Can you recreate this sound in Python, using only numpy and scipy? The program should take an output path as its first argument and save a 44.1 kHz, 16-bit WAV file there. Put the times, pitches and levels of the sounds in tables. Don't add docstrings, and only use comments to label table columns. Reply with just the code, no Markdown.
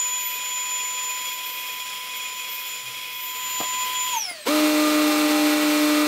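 import sys
import numpy as np
from scipy import signal
from scipy.fft import rfft, irfft, next_fast_len
from scipy.io import wavfile

SR = 44100
rng = np.random.default_rng(int(sys.argv[2]) if len(sys.argv) > 2 else 0)


def unload_audio(sound):
    columns = np.transpose(np.atleast_2d(sound))
    steps = np.round(np.clip(columns, -1, 1) * 32767)
    wavfile.write(sys.argv[1], SR, steps.astype(np.int16))


N = 267687

CUTOFF_HZ = 15710
LOADED_HZ = 149.7
GEAR = 3

# centre in Hz, width in Hz, gain in dB at the centre.
SWEPT_PEAKS = [(715, 32, 7.5), (785, 40, -10), (913.7, 40, 9.5), (1460, 44, 15.5), (1620, 72, -10),
               (2120, 50, 16), (5630, 350, 9.5), (6640, 200, -1), (9820, 124, 20), (10700, 260, -6),
               (13590, 410, -11)]
# frequency in Hz, relative level in dB per Hz.
RATTLE_COLOUR = [(30, -14), (120, -27.5), (240, -19.5), (380, -12), (700, -15), (1600, -16.5), (2000, -11),
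                 (4300, -14.5), (5500, -18), (9200, -19.5), (9900, -28.5), (11500, -20), (14000, -23.5),
                 (15900, -23)]


def from_db(db):
    return 10 ** (np.asarray(db) / 20)


def rms_one(x):
    return x / np.sqrt(np.mean(x ** 2) + 1e-20)


def in_time(rows):
    s, *columns = np.transpose(rows)
    return [np.interp(np.arange(N) / SR, s, column) for column in columns]


def gate(rows, fade_s):
    t = np.arange(N) / SR
    starts_open = rows[0][0] == 0
    fade_in = np.clip((t - rows[0][0]) / fade_s + starts_open, 0, 1)
    fade_out = np.clip((rows[-1][0] - t) / fade_s + 1, 0, 1)
    return fade_in * fade_out


def drift(rate, size=N):
    step = 20
    r = np.exp(-2 * np.pi * rate * step / SR)
    white = rng.standard_normal(size // step + 4002)
    slow = signal.lfilter([1], [1, -2 * r, r * r], white)[4000:]
    return np.interp(np.arange(size) / step, np.arange(len(slow)), rms_one(slow))


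def coloured(white, spectrum):
    hz, db = np.transpose(spectrum)
    size = next_fast_len(N)
    bins = np.arange(size // 2 + 1) * SR / size + 1
    gain = from_db(np.interp(np.log(bins), np.log(hz), db))
    return rms_one(irfft(rfft(white, size) * gain, size)[:N])


def resonances(white, modes, shift=0):
    out = 0
    for k, (hz, width, db, *change_db) in enumerate(modes):
        r = np.exp(-np.pi * width / SR)
        rung = signal.lfilter([1, 0, -1], [1, -2 * r * np.cos(2 * np.pi * hz / SR), r * r], white)
        sign = (-1) ** k
        out = out + sign * from_db(db + sum(change_db) * shift) * rms_one(rung)
    return out


def tone(phase, flutter_db, rate, blur):
    wavering_phase = phase + blur * drift(rate, len(phase)) + rng.uniform(0, 2 * np.pi)
    return np.sqrt(2) * from_db(flutter_db * drift(rate, len(phase))) * np.sin(wavering_phase)


def swept(hz, peaks):
    return from_db(sum(db * np.exp(-.5 * ((hz - centre) / width) ** 2) for centre, width, db in peaks))


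def blower():
    # time in seconds, rotor tone in Hz.
    rotor = [(0, 998.5), (.38, 1001.2), (.76, 1002.5), (1.5, 1004.4), (2.1, 1005.2), (2.8, 1006.6),
             (4.1, 1006.3)]
    # time in seconds, rush in dB, strength of the housing resonances in dB.
    air_levels = [(0, -37.5, 2.5), (1.2, -38, 4.5), (3.25, -39.5, 4.5), (3.5, -35, 0.5), (3.8, -35, 2.5),
                  (4.12, -35, 6.5)]
    switch_off_s, drag = 4.122, 2.4
    rush_power = 1.6
    lean_s, lean_takes_s = 3.14, .25
    end_s, fade_s = 4.46, 0.027
    t = np.arange(N) / SR
    coasting = np.clip(t - switch_off_s, 0, None)
    speed = 1 / (1 + drag * coasting)
    hz = in_time(rotor)[0] * speed
    turn = 2 * np.pi * np.cumsum(hz) / SR
    leaning = np.clip((t - lean_s) / lean_takes_s, 0, 1)
    rush_db, ring_db = in_time(air_levels)
    rush = from_db(rush_db) * speed ** rush_power
    running = np.clip(1 - (t - end_s) / fade_s, 0, 1)
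    whine = strong_tones(hz, turn, speed, coasting) + rush * weak_tones(hz, turn, coasting, leaning)
    return running * whine, running * rush * air_rush(ring_db, coasting, leaning)


def strong_tones(hz, turn, speed, coasting):
    # time in seconds, rotor tone in dB, 7th multiple in dB.
    whine_levels = [(0, -36, -20.5), (.3, -39.5, -39), (.55, -37.5, -26), (1.15, -36.5, -32),
                    (1.5, -39, -44.5), (1.85, -39.5, -40), (2.05, -39.5, -43), (2.3, -39, -35.5),
                    (2.55, -40.5, -44.5), (2.75, -43, -37.5), (3.1, -41.5, -52), (3.35, -36.5, -37.5),
                    (3.6, -32.5, -31), (3.82, -27, -28.5), (3.91, -30, -42), (4.0, -29, -26),
                    (4.12, -32, -29.5)]
    # time in seconds, level in dB.
    fourteenth_levels = [(0, -39), (.3, -32), (.6, -39), (.9, -32), (1.85, -31.5), (2.05, -42), (2.55, -33),
                         (2.95, -51), (3.25, -33.5), (3.65, -40), (4.05, -34)]
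    coast_power, break_up_db = 4.5, 2
    echo_share, echo_turns = .6, 0.74
    first_db, seventh_db = in_time(whine_levels)
    second_db = -49.5 + 0.74 * (first_db + 37)
    fading = np.abs(1 + echo_share * np.exp(1j * echo_turns * drift(4.2))) / (1 + echo_share)
    fourteenth = from_db(in_time(fourteenth_levels)[0]) * fading
    whine = from_db(first_db) * swept(hz, SWEPT_PEAKS) * tone(turn, flutter_db=0.84, rate=41, blur=0.03)
    whine += from_db(second_db) * swept(2 * hz, SWEPT_PEAKS) * tone(
        2 * turn, flutter_db=1.5, rate=26.0, blur=0.59)
    whine += from_db(seventh_db) * swept(7 * hz, SWEPT_PEAKS) * tone(
        7 * turn, flutter_db=1.34, rate=13, blur=0.13)
    whine += fourteenth * swept(14 * hz, SWEPT_PEAKS) * tone(14 * turn, flutter_db=3.3, rate=11, blur=0.33)
    return whine * speed ** coast_power * from_db(break_up_db * (coasting > 0) * drift(45))


def weak_tones(hz, turn, coasting, leaning):
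    # multiple of the rotor tone, level in dB against the air rush,
    # gain in dB once coasting into the housing resonances, gain in dB after the lean.
    weak_multiples = [(3, -10.5, 1, 0.5), (4, -18, -6, 3), (5, -22.5, -16, 0), (6, -28, -6, -1),
                      (10, -28, -4, -6), (21, -14, 1, -1)]
    out = np.zeros(N)
    coasted = np.minimum(coasting / 0.14, 1)
    for multiple, db, coast_db, lean_db in weak_multiples:
        audible = multiple * hz < CUTOFF_HZ
        gain = from_db(db + lean_db * leaning + coast_db * coasted)
        partial = tone(multiple * turn, flutter_db=-1.0, rate=12, blur=0.33)
        out += audible * swept(multiple * hz, SWEPT_PEAKS) * gain * partial
    return out


def air_rush(ring_db, coasting, leaning):
    # frequency in Hz, relative level in dB per Hz.
    hiss_colour = [(24, -72), (40, -23), (484, -15), (859, -14.5), (997, -10.5), (1100, -11), (2450, -6),
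                   (2840, -5.5), (3300, -10.5), (3930, -6.5), (6470, -13.5), (6970, -10.5), (8510, -16),
                   (14400, -33), (15500, -14.5)]
    # frequency in Hz, width in Hz, relative level in dB, change in dB after the lean.
    housing = [(508, 57, -23.5, -5.5), (2180, 32, -13, -3), (2477, 33, -5.5, -6.5), (3223, 69, -11, 3.5),
               (2550, 310, -18.5, 9.5), (3333, 35, -6, -2), (3680, 28, -19.5, 1.5), (5250, 370, -14, -6),
               (6000, 50, -19, -1.5), (9800, 430, -14, -1), (11900, 63, -23, 0.5), (12400, 320, -21, -2.5),
               (13500, 370, -11.5, -2.5)]
    ring_loss_db, ring_loss_s = 13, 0.19
    free, ducted = rng.standard_normal((2, N)) * from_db(0.95 * drift(41))
    ring = from_db(ring_db - ring_loss_db * np.minimum(coasting / ring_loss_s, 1))
    return coloured(free, hiss_colour) + ring * resonances(ducted, housing, leaning)


def piston():
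    motor_on_s, spin_up_s = 4.449, .016
    sag_hz, sag_s = 2.8, .7
    rattle_db, buzz_power = -28, 1.8
    jolt_db, jolt_s, rise_s = 12, 0.014, 0.024
    start = round(motor_on_s * SR)
    on = np.arange(N - start) / SR
    speed = 1 - np.exp(-on / spin_up_s)
    hz = speed * (LOADED_HZ + sag_hz * np.exp(-on / sag_s))
    turn = 2 * np.pi * np.cumsum(hz) / SR
    rise = np.minimum(on / rise_s, 1)
    lurch = from_db(jolt_db * np.exp(-on / jolt_s)) * rise ** 1.8
    hum = rise ** 3 * stroke_hum(hz, turn, speed, start)
    noisy = speed ** buzz_power * motor_buzz(turn) + lurch * gear_rattle(turn, start)
    return np.pad(hum + from_db(rattle_db) * noisy, (start, 0))


def stroke_hum(hz, turn, speed, start):
    # time in seconds, 4th multiple in dB, 8th multiple in dB.
    upper_hum = [(4.5, -26, -34), (4.7, -28, -44), (4.85, -27.5, -31.5), (5.15, -29.5, -31),
                 (5.45, -30, -54), (6.07, -29.5, -38)]
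    # centre in Hz, width in Hz, gain in dB at the centre.
    spin_peaks = [(280, 7.4, 6.5), (450, 28, 5), (980, 55, 10)]
    stroke_db, stroke_power = -21, 6.5
    fourth_db, eighth_db = np.array(in_time(upper_hum))[:, start:]
    second = from_db(stroke_db) * speed ** stroke_power
    hum = second * swept(2 * hz, spin_peaks) * tone(2 * turn, flutter_db=1.0, rate=7.2, blur=0.048)
    hum += from_db(fourth_db) * swept(4 * hz, spin_peaks) * tone(4 * turn, flutter_db=0.34, rate=16, blur=.1)
    hum += from_db(eighth_db) * swept(8 * hz, spin_peaks) * tone(8 * turn, flutter_db=2.5, rate=4.3, blur=0.11)
    return hum


def motor_buzz(turn):
    # multiple of the motor rate, level in dB against the rattle.
    motor_orders = [(1, -32), (3, -10.5), (5, -21), (6, -15), (7, -14.5), (9, -12.5), (10, -16.5),
                    (11, -18), (12, -18), (13, -11), (15, -16), (16, -11), (17, -24), (18, -11), (19, -29),
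                    (20, -36), (21, -34), (22, -18.5), (23, -24), (24, -13.5), (25, -30.5), (26, -15.5),
                    (27, -17), (28, -14), (29, -19), (30, -23)]
    # multiple of the crank rate, level in dB against the rattle.
    crank_orders = [(16, -11.5), (19, -25), (20, -19), (22, -18), (25, -15), (26, -38), (29, -20)]
    high_db, high_spread_db = -7.5, 1
    buzz = 0
    for multiple, db in motor_orders:
        unsteady = 0.11 * np.sqrt(multiple)
        buzz = buzz + from_db(db) * tone(multiple * turn, flutter_db=unsteady, rate=6.3, blur=unsteady)
    for multiple, db in crank_orders:
        buzz = buzz + from_db(db) * tone(multiple / GEAR * turn, flutter_db=4.5, rate=2.6, blur=0.28)
    for multiple in range(31, 96):
        colour_db = np.interp(multiple * LOADED_HZ, *np.transpose(RATTLE_COLOUR))
        db = high_db + colour_db + high_spread_db * rng.standard_normal()
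        buzz = buzz + from_db(db) * tone(multiple * turn, flutter_db=2.5, rate=13.0, blur=0.5)
    return buzz


def gear_rattle(turn, start):
    # frequency in Hz, width in Hz, relative level in dB.
    casing = [(271, 65, -18.5), (1270, 340, -4), (2200, 100, -14), (2340, 120, -6.5), (4180, 300, -23),
              (9130, 83, -16), (12000, 150, -37)]
    pulsing = 1 + 0.091 * np.cos(turn) + 0.073 * np.cos(2 * turn) + 0.044 * np.cos(turn / GEAR)
    white = rng.standard_normal(N) * from_db(0.79 * drift(23))
    return (coloured(white, RATTLE_COLOUR) + resonances(white, casing))[start:] * pulsing


def pats():
    # time in seconds, relative level in dB, brightness in dB per octave,
    # relative level of the crack in dB.
    blow_rows = [(3.603, -22.5, -4.5, -23), (3.612, -34.5, 8, -37), (3.633, -43, 7, -44),
                 (4.312, -39.5, 0.5, -65)]
    # frequency in Hz, relative level in dB, time in seconds to fall by 60 dB.
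    tube = [(132, -9, 0.061), (300, 3, 0.029), (430, -8, 0.06), (618, -7, 0.13), (725, 4.5, 0.054),
            (930, -5.5, .06), (1180, -4.5, 0.02), (3040, -23, .01)]
    crack_decay_s, palm_cut_hz = 0.0039, 230
    out = np.zeros(N)
    for hz, mode_db, t60 in tube:
        blows = np.zeros(N) + 1e-18
        for s, db, bright_db, _ in blow_rows:
            blows[round(s * SR)] = from_db(db + mode_db + bright_db * np.log2(hz / 300))
        r, w = from_db(-60 / (t60 * SR)), 2 * np.pi * hz / SR
        out += signal.lfilter([0, np.sin(w)], [1, -2 * r * np.cos(w), r * r], blows)
    cracks = np.zeros(N) + 1e-18
    for s, *_, crack_db in blow_rows:
        cracks[round(s * SR)] = from_db(crack_db)
    dying = signal.lfilter([1], [1, -np.exp(-1 / (crack_decay_s * SR))], cracks) * rng.standard_normal(N)
    out += signal.sosfilt(signal.butter(2, [1500, 4800], "band", fs=SR, output="sos"), dying)
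    return signal.sosfilt(signal.butter(2, palm_cut_hz, "high", fs=SR, output="sos"), out)


def hall():
    # time in seconds, level in dB.
    hum_levels = [(2.8, -66), (2.88, -51), (2.95, -62), (3.15, -66), (3.22, -76)]
    # time in seconds, level in dB.
    rustle_levels = [(3.3, -76), (3.75, -58), (4.4, -63)]
    hum_hz, rumble_db = 123.4, -69
    low = signal.butter(2, [60, 300], "band", fs=SR, output="sos")
    dull = signal.butter(2, [100, 600], "band", fs=SR, output="sos")
    low_noise = rms_one(signal.sosfilt(low, rng.standard_normal(N)))
    dull_noise = rms_one(signal.sosfilt(dull, rng.standard_normal(N)))
    rumble = from_db(rumble_db + 1.6 * drift(5.5)) * low_noise
    rustle = from_db(in_time(rustle_levels)[0] + 1.1 * drift(13)) * dull_noise
    hum_phase = 2 * np.pi * hum_hz * np.arange(N) / SR
    hum = from_db(in_time(hum_levels)[0]) * tone(hum_phase, flutter_db=1.0, rate=8, blur=.2)
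    return rumble + gate(rustle_levels, 0.29) * rustle + gate(hum_levels, 0.045) * hum


def echoes(x):
    # delay in milliseconds, level in dB against the direct sound.
    reflections = [(6.5, -7), (11.3, -11), (15.1, -14), (19.7, -14), (25.9, -17), (33, -19), (41, -21),
                   (52, -24)]
    out = x.copy()
    for ms, db in reflections:
        lag = round(ms * SR / 1000)
        out[lag:] += from_db(db) * x[:-lag]
    return out


def scattered(x):
    tail_db, t60_s = -8.5, 0.12
    t = np.arange(SR // 4) / SR
    tail = rng.standard_normal(len(t)) * from_db(-60 * t / t60_s) * (t > .003)
    tail = tail / np.sqrt(np.sum(tail ** 2))
    return x + from_db(tail_db) * signal.fftconvolve(x, tail)[:N]


def scene():
    whine, air = blower()
    return np.tile(echoes(whine) + scattered(air + pats()) + piston() + hall(), (2, 1))


def record(dry):
    bass_cut_hz = 111
    thin = signal.sosfilt(signal.butter(2, bass_cut_hz, "high", fs=SR, output="sos"), dry)
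    return signal.sosfilt(signal.ellip(16, .5, 72, CUTOFF_HZ, fs=SR, output="sos"), thin)


dry = scene()
out = record(dry)
unload_audio(out)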